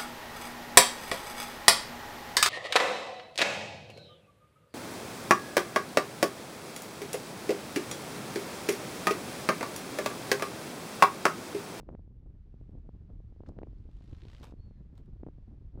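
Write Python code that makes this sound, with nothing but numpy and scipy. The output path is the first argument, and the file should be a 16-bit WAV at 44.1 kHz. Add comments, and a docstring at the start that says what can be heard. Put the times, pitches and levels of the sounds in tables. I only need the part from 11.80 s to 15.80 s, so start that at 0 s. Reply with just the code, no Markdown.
"""A stunt kite dives in a sea breeze. Throughout, turbulent wind rumbles and thumps on the microphone
over a faint hiss of shore and grass. Near 1.7 s the flying gear ticks and the trailing edge begins to
flutter, its buzz growing louder and faster until just before the frame strikes the pavement at 2.6 s.
A thin bird whistle and a far gull follow, and near 3.2 s the kite topples with a few last knocks."""
import sys
import numpy as np
from scipy import signal
from scipy.fft import rfft, irfft, next_fast_len
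from scipy.io import wavfile
from scipy.ndimage import map_coordinates

SR = 44100
rng = np.random.default_rng(int(sys.argv[2]) if len(sys.argv) > 2 else 0)


def unload_wav(signal):
    """Save mono or channel-first audio to the path in sys.argv[1] as 16-bit WAV at rate SR, clipped to [-1, 1]."""
    wavfile.write(
        sys.argv[1],
        SR,
        np.round(np.clip(np.atleast_2d(signal).T, -1, 1) * 32767).astype(np.int16),
    )


N = 176400
PULSE_SAMPLES = 4096


def amp(db):
    """Decibels to amplitude ratio."""
    return 10 ** (np.asarray(db) / 20)


def unit(x):
    """Normalisation to rms 1."""
    return x / np.sqrt(np.mean(x ** 2) + 1e-20)


def along(spectrum, hz):
    """Interpolation of a spectrum on a logarithmic frequency axis."""
    freqs, levels = np.transpose(spectrum)
    return np.interp(np.log(hz + 1), np.log(freqs + 1), levels)


def clock():
    """Time of each sample in seconds."""
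    return np.arange(N) / SR


def curves(rows, outside=None):
    """Linear interpolation in time of each column after the first."""
    times, *columns = np.transpose(rows)
    return [np.interp(clock(), times, column, outside, outside) for column in columns]


def wobble(rate):
    """Smooth random modulation: a spline through `rate` Gaussian knots a second."""
    knots = rng.standard_normal(int(N * rate / SR) + 4)
    return map_coordinates(knots, [np.arange(N) * rate / SR])


def noise(spectrum):
    """Spectral shaping of white noise, at rms 1."""
    gain = amp(along(spectrum, np.fft.rfftfreq(N, 1 / SR)))
    return unit(irfft(rfft(rng.standard_normal(N)) * gain, N))


def pulse(spectrum):
    """A minimum-phase pulse of the given spectrum, with the energy of 5 ms at rms 1."""
    hz = np.fft.rfftfreq(PULSE_SAMPLES, 1 / SR)
    cepstrum = irfft(np.log(amp(along(spectrum, hz))))
    cepstrum[1:PULSE_SAMPLES // 2] *= 2  # folding the cepstrum makes the pulse causal
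    cepstrum[PULSE_SAMPLES // 2 + 1:] = 0
    shape = irfft(np.exp(rfft(cepstrum)))
    return shape / np.linalg.norm(shape) * np.sqrt(0.005 * SR)


def strike(times, gains, shape):
    """Convolution with an impulse train: one copy of the shape at each time."""
    samples = np.clip(np.round(np.asarray(times) * SR).astype(int), 0, N)
    return signal.fftconvolve(np.bincount(samples, gains, N + 1), shape)[:N]


def burst(peak_s, rise_s, decay_s):
    """An envelope of exponential growth and decay."""
    t = clock() - peak_s
    return np.exp(-np.maximum(-t / rise_s, t / decay_s))


def shore():
    """Incoherent sources, far water and grass, add up to an even hiss."""
    # slow drift of the hiss: (time [s], relative level [dB])
    drift = [(0, -89.5), (.3, -93.5), (.8, -88.5), (1.6, -88), (3.1, -87.5), (4, -88)]
    # hiss spectrum: (frequency [Hz], relative density [dB])
    spectrum = [(200, 7.5), (600, 4), (1000, 5), (1800, 1.5), (3000, -3), (4300, -6), (6000, -12),
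                (9000, -21.5), (15000, -39)]
    drift_db, = curves(drift)
    return noise(spectrum) * amp(drift_db + 6 + 0.42 * wobble(7.3))


def whistle(call, waver):
    """Frequency modulation: a gliding, wavering tone with a weak second harmonic."""
    hz, level_db = curves(call, outside=-140)
    phase = 2 * np.pi * np.cumsum(hz * (1 + waver * wobble(170))) / SR
    return np.sqrt(2) * amp(level_db) * (np.sin(phase) + amp(-25.5) * np.sin(2 * phase))


def gull():
    """Strong random frequency modulation roughens the rising cry of a far gull."""
    # the cry: (time [s], pitch [Hz], level [dB])
    call = [(2.94, 1664, -100), (2.975, 1725, -83.5), (3.02, 1820, -97)]
    return whistle(call, waver=0.027)


def bird():
    """A nearly pure tone that rises and falls is heard as a thin whistle."""
    # the note: (time [s], pitch [Hz], level [dB])
    call = [(2.778, 4030, -100), (2.799, 4300, -81), (2.849, 4384, -80), (2.925, 4243, -93),
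            (2.985, 4115, -93.5), (3.02, 4070, -108)]
    return whistle(call, waver=0.0027)


def wind():
    """Turbulent pressure on the microphone: a rumble, and lumpy eddies that grow in each swirl."""
    # spectra of the rumble and the eddies: (frequency [Hz], relative density [dB])
    rumble_spectrum = [(12, -14), (25, -4), (40, 1), (55, -3.5), (75, -3.5), (110, -7.5), (160, -15),
                       (250, -25), (400, -48), (800, -80)]
    eddy_spectrum = [(50, -8), (130, 1), (230, 1), (350, -2.5), (500, -12.5), (800, -22.5), (1200, -32),
                     (2000, -48), (4000, -73.5)]
    # lasting swirls: (time [s], Gaussian width [s], eddy gain [dB])
    swirls = [(0.117, 0.045, 7.5), (1.295, 0.029, 9.5), (0.951, 0.033, 4), (1.659, 0.032, 10),
              (1.747, 0.065, 8.5), (3.982, 0.03, 14)]
    rumble_db, eddy_db = -48, -63
    swirl_db = sum(db * np.exp(-.5 * ((clock() - at) / width) ** 2) for at, width, db in swirls)
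    rumble, eddies = noise(rumble_spectrum), noise(eddy_spectrum)
    lumps = np.clip(wobble(rate=60), -2, 1.4)  # one modulation drives both layers
    rumble = unit(rumble * amp(2.5 * lumps))
    eddies = unit(eddies * amp(6 * lumps))
    return amp(rumble_db) * rumble + amp(eddy_db + swirl_db) * eddies


def thumps():
    """A vortex crosses the microphone: pressure swings faster and harder as its core nears, then slows."""
    # passing vortices: (time [s], relative level [dB], pitch at the core [Hz])
    vortices = [(0.0096, -41.5, 863), (0.032, -41, 420), (0.0905, -33, 763.2), (0.1029, -39, 524),
                (0.1283, -44.5, 524), (0.1382, -44.5, 453), (0.1507, -32.5, 615), (0.1934, -42, 432),
                (0.2779, -45.5, 352), (0.4613, -48, 366), (0.742, -42.5, 380), (0.813, -38, 320),
                (0.8945, -41.0, 320), (0.953, -37, 327), (1.0916, -37.5, 520), (1.303, -46, 600),
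                (1.4032, -42.5, 383), (1.5249, -48.5, 427), (1.564, -46.5, 393), (1.606, -34.5, 430),
                (1.636, -40.5, 554), (1.6922, -36.5, 622), (1.7207, -41, 450), (1.7886, -29.5, 748.5),
                (1.8176, -35.5, 566), (1.8331, -29.5, 775), (1.8714, -41.5, 520), (1.932, -46, 400),
                (2.0907, -43.5, 490), (2.2103, -41.5, 539.6), (2.3282, -36.5, 290), (2.3331, -31.5, 294),
                (2.4537, -43, 520), (2.6111, -40.5, 398), (2.698, -46, 570), (2.7238, -42, 654),
                (2.7392, -38, 328), (2.839, -62, 570), (2.9106, -43, 397), (3.4339, -33, 517),
                (3.4663, -34.5, 549), (3.473, -35.5, 450), (3.487, -36, 501), (3.5844, -48.5, 432.6),
                (3.7168, -53, 496.4), (3.9565, -38.0, 269.3), (3.9761, -39.5, 480)]
    twist, falloff, passage_s = 1.3, 0.31, 0.012
    core_db, froth_db = -0.95, -8.5
    pressure = np.zeros(N)
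    for at, db, hz in vortices:
        t = clock() - at
        offset = 2 * np.pi * hz * t / twist  # distance from the core, in core radii
        swing = np.cos(twist * np.arcsinh(offset) + np.pi / 4)
        reach = (1 + offset ** 2) ** -falloff * np.exp(-(t / passage_s) ** 2)
        froth = wobble(rate=1.6 * hz)  # ragged fluctuation riding on the swing
        polarity = rng.choice([-1, 1])
        pressure += amp(db) * reach * (polarity * amp(core_db) * swing + amp(froth_db) * froth)
    return pressure


def ticks():
    """Damped transients: the flying gear ticks in short bursts of band noise as the dive begins."""
    # light ticks: (time [s], level [dB], centre frequency [Hz], decay time [s])
    events = [(1.662, -62, 1190, 0.0063), (1.664, -76.5, 3560, 0.024), (1.6885, -66.5, 4800, 0.0029)]
    rise_s = 0.00069
    octaves = np.linspace(-3, 3, 13)
    skirt_db = -10 * octaves ** 2
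    sound = np.zeros(N)
    for at, db, hz, decay_s in events:
        band = np.column_stack([hz * 2 ** octaves, skirt_db])
        sound += amp(db) * burst(at, rise_s, decay_s) * noise(band)
    return sound


def crash():
    """Impact and friction: each contact is a click of the frame inside a scuff of cloth on concrete."""
    # contacts: (time [s], click level [dB], scuff level [dB], scuff decay time [s])
    hits = [(2.631, -76, -52, 0.007), (2.6421, -59.5, -51.5, 0.0043), (2.654, -65, -62.5, 0.038),
            (3.155, -86, -73, 0.02), (3.179, -70, -67.5, 0.017), (3.26, -81, -81, .008)]
    # spectra of scuff and click: (frequency [Hz], relative density [dB])
    scuff_spectrum = [(150, 0), (350, 16), (850, 15.5), (1900, 2), (3500, 3.5), (6000, -4.5), (8500, -9),
                      (11000, -20.5), (13000, -8), (15500, -30)]
    click_spectrum = [(300, 5), (1500, -6), (4000, 0), (6500, -14), (9000, -6), (11000, -15), (13000, -14),
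                      (15500, -18)]
    rise_s, grit_db = 0.0036, 3
    times, click_db, _, _ = np.transpose(hits)
    scuff_envelope = sum(amp(db) * burst(at, rise_s, decay_s) for at, _, db, decay_s in hits)
    grit = unit(noise(scuff_spectrum) * amp(grit_db * wobble(900)))
    return strike(times, amp(click_db), pulse(click_spectrum)) + scuff_envelope * grit


def ground_echo(direct):
    """Comb filtering: the direct sound plus a pavement reflection that closes in as the kite drops."""
    # lag of the reflection: (time [s], delay [s])
    delays = [(2.41, .0038), (2.63, 0.000774)]
    lag_s, = curves(delays)
    return direct + amp(-7.5) * map_coordinates(direct, [(clock() - lag_s) * SR])


def flutter():
    """Aeroelastic flutter: the trailing edge snaps out and back, rustling over the rush of air."""
    # the dive: (time [s], flap rate [Hz], relative level [dB])
    dive = [(1.7, 49, -100), (1.95, 52, -83.5), (2.06, 54, -85.5), (2.12, 55.3, -79), (2.3, 55.5, -73.5),
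            (2.4, 57.5, -71.5), (2.46, 62, -70.5), (2.54, 61, -66), (2.6, 59, -67), (2.714, 50, -71.5),
            (2.726, 45, -79)]
    # spectra of sail noise and of one snap: (frequency [Hz], relative density [dB])
    sail_spectrum = [(150, -5), (500, 2.5), (1000, 1.5), (1800, -2.5), (3000, -3), (4200, -4.5),
                     (6000, -10.5), (8000, -17), (10500, -23), (15000, -35)]
    snap_spectrum = [(150, -4.5), (500, 5.5), (1000, -3), (1800, 3), (3000, 3.5), (4200, 0), (6000, -13),
                     (9000, -25.5), (15000, -40)]
    # hardest cracks of the cloth: (time [s], level [dB])
    cracks = [(2.3309, -66.5), (2.3487, -66.5), (2.407, -69), (2.4191, -62.5), (2.4355, -69), (2.452, -66),
              (2.4841, -62), (2.532, -65), (2.549, -60.5), (2.566, -70)]
    snap_db, rustle_db, rush_db = -10, -3.5, -6
    back_flap_db, scatter_db, jitter_s, rustle_decay_s = -7.5, 1.5, 0.0002, 0.0031
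    flap_hz, _ = curves(dive)
    _, level_db = curves(dive, outside=-140)
    rustle, rush = noise(sail_spectrum), noise(sail_spectrum)
    jitter, scatter = rng.standard_normal((600, 2)).T

    cycles = np.cumsum(flap_hz) / SR
    cycles -= np.interp(2.3305, clock(), cycles)  # an outward snap falls at this time
    half_cycle = np.floor(2 * cycles)
    reversals = np.flatnonzero(np.diff(half_cycle)) + 1
    times = reversals / SR + jitter_s * jitter[:len(reversals)]
    gains = amp(back_flap_db * (half_cycle[reversals] % 2) + scatter_db * scatter[:len(reversals)])

    snap = pulse(snap_spectrum)
    snaps = unit(strike(times, gains, snap))
    rustle_tail = np.exp(-np.arange(PULSE_SAMPLES) / SR / rustle_decay_s)
    rustle = unit(rustle * strike(times, gains, rustle_tail))
    buzz = amp(snap_db) * snaps + amp(rustle_db) * rustle + amp(rush_db) * rush
    crack_times, crack_db = np.transpose(cracks)
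    return amp(level_db) * buzz + strike(crack_times, amp(crack_db), snap)


def scene():
    """Superposition: all sources add in open air at one microphone."""
    kite = ground_echo(flutter()) + crash() + ticks()
    birds = bird() + gull()
    return (wind() + thumps() + kite + birds + shore())[None]


def record(dry):
    """Saturation rounds off the hardest thumps at the microphone; a steep low-pass limits the band."""
    ceiling_db, cutoff_hz = -33, 15500
    saturated = dry / (1 + (dry / amp(ceiling_db)) ** 6) ** (1 / 6)
    size = next_fast_len(N + PULSE_SAMPLES)
    low_pass = 1 / (1 + (np.fft.rfftfreq(size, 1 / SR) / cutoff_hz) ** 120)
    return irfft(rfft(saturated, size) * low_pass, size)[..., :N]


dry = scene()
out = record(dry)
unload_wav(out)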